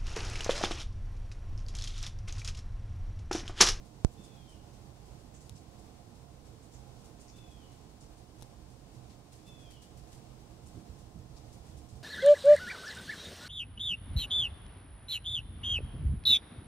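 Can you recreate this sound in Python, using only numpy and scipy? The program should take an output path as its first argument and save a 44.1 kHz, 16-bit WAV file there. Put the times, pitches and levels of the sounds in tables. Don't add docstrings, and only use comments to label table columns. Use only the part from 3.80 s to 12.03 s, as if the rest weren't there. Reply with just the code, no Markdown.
import sys
import numpy as np
from scipy import signal
from scipy.fft import rfft, irfft, next_fast_len
from scipy.io import wavfile

SR = 44100
rng = np.random.default_rng(int(sys.argv[2]) if len(sys.argv) > 2 else 0)


def generate_wav(sig):
    pcm = np.round(np.clip(np.atleast_2d(sig).T, -1, 1) * 32767).astype(np.int16)
    wavfile.write(sys.argv[1], SR, pcm)


N = 362943
T = np.arange(N) / SR


def amp(db):
    return 10 ** (np.asarray(db) / 20)


def unit(x):
    return x / np.sqrt(np.mean(x ** 2) + 1e-20)


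def read(points, hz):
    f, value = np.transpose(points)
    return np.interp(np.log(hz + 1), np.log(f + 1), value)


def add(mix, s, sound):
    part = mix[:, max(round(s * SR), 0):][:, :sound.shape[1]]
    part += sound[:, :part.shape[1]]


def colour(x, gain):
    size = next_fast_len(x.shape[-1])
    return irfft(rfft(x, size) * gain(np.fft.rfftfreq(size, 1 / SR)), size)[..., :x.shape[-1]]


def hump(hz, centre_hz, octaves):
    return np.exp(-.5 * (np.log2((hz + 1) / centre_hz) / octaves) ** 2)


def wander(size, hz):
    return unit(colour(rng.standard_normal(size), lambda f: np.exp(-(f / hz) ** 2)))


def scatter(from_s, db, spread_db, count):
    place, size = rng.uniform(-1, 1, (count, 2)).T
    slots = np.arange(count) + (place + 1) / 2
    return np.column_stack([from_s + (N / SR - from_s) * slots / count, db + spread_db * size])


def traffic_and_air(flutter_db=.5, swell_db=.5):
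    # (frequency [Hz], spectral density [dB per Hz])
    floor_left = [(15, -112), (35, -82), (56, -81.5), (92, -83), (120, -81), (155, -86), (300, -92.5),
                  (440, -93), (720, -100), (1150, -99), (1800, -103), (5600, -103.5), (9500, -112),
                  (16000, -119)]
    floor_right = [(15, -82), (35, -80), (56, -68), (92, -77), (120, -70), (155, -77.5), (300, -81.5),
                   (480, -86.5), (850, -90), (1750, -108.5), (3600, -105.5), (8300, -105), (12000, -115),
                   (16000, -120)]
    # (centre [Hz], width [Hz], left lift [dB], right lift [dB])
    drone_bands = [(129.1, 4.4, -3, 7), (316.5, 17.7, 6.5, 5), (387, 37, -5.5, -1.5), (449, 28, 7, 1.5),
                   (712, 40, 2.5, 8), (818, 10.4, 7, 7)]
    # (frequency [Hz], correlation [-1 to 1])
    coherence = [(60, 1), (130, 0.88), (290, 0.83), (640, 0.19), (1410, 0.19), (3100, -0.24),
                 (6820, -0.044), (15000, 0.052)]
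    size = next_fast_len(N, True)
    hz = np.fft.rfftfreq(size, 1 / SR)
    left, independent = rfft(rng.standard_normal((2, size)))
    shared = np.clip(read(coherence, hz), -1, 1)
    right = shared * left + np.sqrt(1 - shared ** 2) * independent
    level_db = np.array([read(floor_left, hz), read(floor_right, hz)])
    for centre, width, left_db, right_db in drone_bands:
        level_db += np.outer([left_db, right_db], 1 / (1 + (2 * (hz - centre) / width) ** 2))
    noise = irfft(np.array([left, right]) * amp(level_db), size)[:, :N] * np.sqrt(SR / 2)
    return noise * amp(flutter_db * wander(N, 18) + swell_db * wander(N, 3.1))


def machine_whine(pitch_hz=1050, waver_hz=1.77, left_db=-78.5, right_db=-80):
    cycles = np.cumsum(pitch_hz + waver_hz * wander(N, 5.6)) / SR
    return amp([[left_db], [right_db]]) * unit(np.sin(2 * np.pi * cycles))


def grip_thuds(rise_s=.0043, fade_s=.046, octaves=.73, left_db=-10, fidget_hz=72):
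    # (time [s], level [dB], band centre [Hz])
    bumps = [(0.389, -49, 168), (1.712, -44.5, 110), (6.945, -43, 190), (7.356, -43.5, 101)]
    out, t = np.zeros((2, N)), T[:SR // 2]
    fidgets = [(s, db, fidget_hz) for s, db in scatter(from_s=6.76, db=-47.5, spread_db=2.5, count=17)]
    envelope = (1 - np.exp(-t / rise_s)) * np.exp(-t / fade_s)
    for s, db, centre_hz in bumps + fidgets:
        thud = unit(colour(rng.standard_normal(len(t)), lambda f: hump(f, centre_hz, octaves)))
        add(out, s, thud * envelope / envelope.max() * amp([[db + left_db], [db]]))
    return out


def shell_ticks(contact_s=.00006, scrape_db=-19, scrape_t60=.029):
    # (time [s], nominal level [dB], knock weight [ratio], left minus right [dB])
    ticks = [(1.6952, -35, 0.31, 5), (4.6125, -46, .1, 10), (4.6238, -35.5, 1, 2), (4.629, -48, 0.18, 24)]
    # (nominal frequency [Hz], relative level [dB], 60 dB decay time [s])
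    shell_modes = [(4300, 5.5, 0.0028), (6300, 6.5, 0.0025), (9700, 3, 0.0027), (11400, 6, 0.0017)]
    knock_modes = [(300, .0086), (800, .0049)]  # (frequency [Hz], 60 dB decay time [s])
    out, t = np.zeros((2, N)), T[:SR // 20]
    for s, db, knock_weight, pan_db in ticks:
        ring = sum(amp(level - 60 * t / t60) * np.sin(2 * np.pi * hz * rng.uniform(.87, .95, (2, 1)) * t)
                   for hz, level, t60 in shell_modes)
        ring *= 1 - np.exp(-t / contact_s)
        hiss = unit(colour(rng.standard_normal((2, len(t))), lambda f: hump(f, 5200, .67)))
        scrape = amp(scrape_db - 60 * t / scrape_t60) * hiss
        click = (ring / abs(ring).max() + scrape) * amp([[pan_db / 2], [-pan_db / 2]])
        knock = sum(np.sin(2 * np.pi * hz * t) * amp(-60 * t / t60) for hz, t60 in knock_modes)
        add(out, s, amp(db) * (click + knock_weight * knock * [[.6], [1.2]]))
    return out


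def voltage_pop(at_s=.24787, gain_db=-3.5, jump=.14, rise_s=.00037, snap_hz=6800, snap_t60=.0006):
    out, t = np.zeros((2, N)), T[:SR // 8]
    snap = amp(-8 - 60 * t / snap_t60) * np.sin(2 * np.pi * snap_hz * t)
    step = 1 - (1 - jump) * np.exp(-t / rise_s) + snap
    for order, hz, kind in [(2, 49, "high"), (1, 16, "high"), (2, 9500, "low")]:
        step = signal.lfilter(*signal.butter(order, hz, kind, fs=SR), step)
    add(out, at_s, np.outer([0, 1], amp(gain_db) * step))
    return out


def leaves(rise_s=.0072, fade_s=.034, grain_db=3, gain_db=2, stir_hz=7000, stir_octaves=.68):
    # (time [s], relative level [dB], band centre [Hz], width [octaves])
    rustles = [ (.312, -68, 8000, .69), (.432, -62.5, 7000, .59), (.687, -64.5, 7000, 0.6),
               (1.538, -61.5, 7000, .22), (1.603, -63, 7160, 0.48), (1.752, -62.5, 6370, .49),
               (2.825, -68, 7600, .25), (2.935, -64, 6700, 0.21), (3.241, -64.5, 7000, .75),
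               (3.397, -61, 7150, .5), (3.477, -61.5, 5900, 0.24), (3.558, -64.5, 6350, 0.96),
               (4.203, -63.5, 6700, 0.51), (5.293, -66, 5000, 0.59), (5.518, -63.5, 7000, .87),
               (5.661, -66, 7500, 1), (5.902, -61.5, 6960, 1), (6.015, -61.5, 7000, 0.88),
               (6.167, -64.5, 7040, .85), (6.316, -62.5, 7000, 1), (6.858, -63.5, 7900, 0.56),
               (7.558, -64.5, 5300, .45), (7.72, -63.5, 7200, .66), (7.854, -69, 7000, .9),
               (7.967, -65, 7500, 0.73), (8.085, -64, 6500, 0.61)]
    # (frequency [Hz], gain [dB])
    tilt = [(1500, 11), (3500, -0.5), (9000, -3.5), (11500, -5.5), (13000, -11), (16000, -13)]
    # (frequency [Hz], left minus right [dB])
    balance = [(2000, 6), (5500, 5.5), (8000, -10), (10000, -3), (13000, 9)]
    out, t = np.zeros((2, N)), T[:SR // 2]
    stirs = [(s, db, stir_hz, stir_octaves) for s, db in scatter(0, db=-69.5, spread_db=1.5, count=26)]
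    envelope = (1 - np.exp(-t / rise_s)) * np.exp(-t / fade_s)
    for s, db, centre_hz, octaves in rustles + stirs:
        def spectrum(f):
            band = hump(f, centre_hz, octaves) + .15 * hump(f, 4500, .97)
            return band * amp(read(tilt, f) + np.outer([.5, -.5], read(balance, f)))

        grains = rng.standard_normal((2, len(t))) * amp(grain_db * wander(len(t), 1300))
        spray = unit(colour(grains, spectrum))
        add(out, s, amp(db + gain_db) * spray * envelope / envelope.max())
    return out


def trunk_echoes(x, t60=.8, build_s=.0087, echoes_per_s=2000):
    t = T[:SR]
    taps = rng.standard_normal((2, SR)) * (rng.random((2, SR)) < echoes_per_s / SR)
    taps *= amp(-60 * t / t60) * (1 - np.exp(-t / build_s))
    taps /= np.linalg.norm(taps, axis=1)[:, None]
    return signal.fftconvolve(x[None], taps, axes=1)[:, :N]


def scream_pitch(t, length, top_hz, hold_s=.052, slide_hz_per_s=1600):
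    scoop = 125 * np.exp(-t / .0126)
    slide = slide_hz_per_s * np.maximum(t - hold_s, 0)
    drop = 288 * np.exp((t - length) / .03)
    return top_hz - scoop - slide - drop


def scream_effort(t, length, attack_s, push_db, release_s=.008):
    gate = np.minimum(t / attack_s, 1) * np.minimum((length - t) / release_s, 1)
    ease_db = -5 * np.exp(-.5 * ((t - .14) / .04) ** 2)
    tire_db = -8.5 * (t / length) ** 2.8
    push = np.exp(-.5 * ((length - t - .014) / .0088) ** 2)
    return gate * amp(ease_db + tire_db + push_db * push)


def bird(jitter=.0071, waver=.0042, shimmer_db=3, direct_db=-4, echo_db=-.5, low_edge_hz=2340):
    # (time [s], length [s], top of harmonic 4 [Hz], relative level [dB], attack [s], push [dB])
    screams = [(0.367, 0.39, 3540, -65, .02, 4), (3.526, 0.33, 3530, -65, 0.018, 10),
               (5.643, .345, 3507, -61, 0.047, 7)]
    # (harmonic [number], relative level [dB])
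    harmonics = [(3, -9), (4, -1), (5, -33), (6, -16), (7, -15), (8, -18)]
    voice = np.zeros((1, N))
    for s, length, top_hz, db, attack_s, push_db in screams:
        t = np.arange(0, length, 1 / SR)
        fundamental_hz = scream_pitch(t, length, top_hz) / 4
        unsteadiness = 1 + jitter * wander(len(t), 270) + waver * wander(len(t), 28)
        cycles = np.cumsum(fundamental_hz * unsteadiness) / SR
        tone = unit(sum(amp(level) * np.sin(2 * np.pi * round(k) * cycles) for k, level in harmonics))
        shimmer = unit(amp(shimmer_db * wander(len(t), 50)))
        effort = amp(db) * scream_effort(t, length, attack_s, push_db)
        add(voice, s, (tone * effort * shimmer)[None])
    voice = colour(voice, lambda f: .5 + .5 * np.tanh((f - low_edge_hz) / 160))
    return amp(direct_db) * voice + amp(echo_db) * trunk_echoes(voice[0])


def scene():
    yard = traffic_and_air() + machine_whine() + bird() + leaves()
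    return yard + shell_ticks() + grip_thuds() + voltage_pop()


def record(dry, edge_hz=15800):
    low_pass = signal.firwin(511, edge_hz, window=("kaiser", 9), fs=SR)
    return signal.oaconvolve(dry, low_pass[None], "same", axes=1)


dry = scene()
out = record(dry)
generate_wav(out)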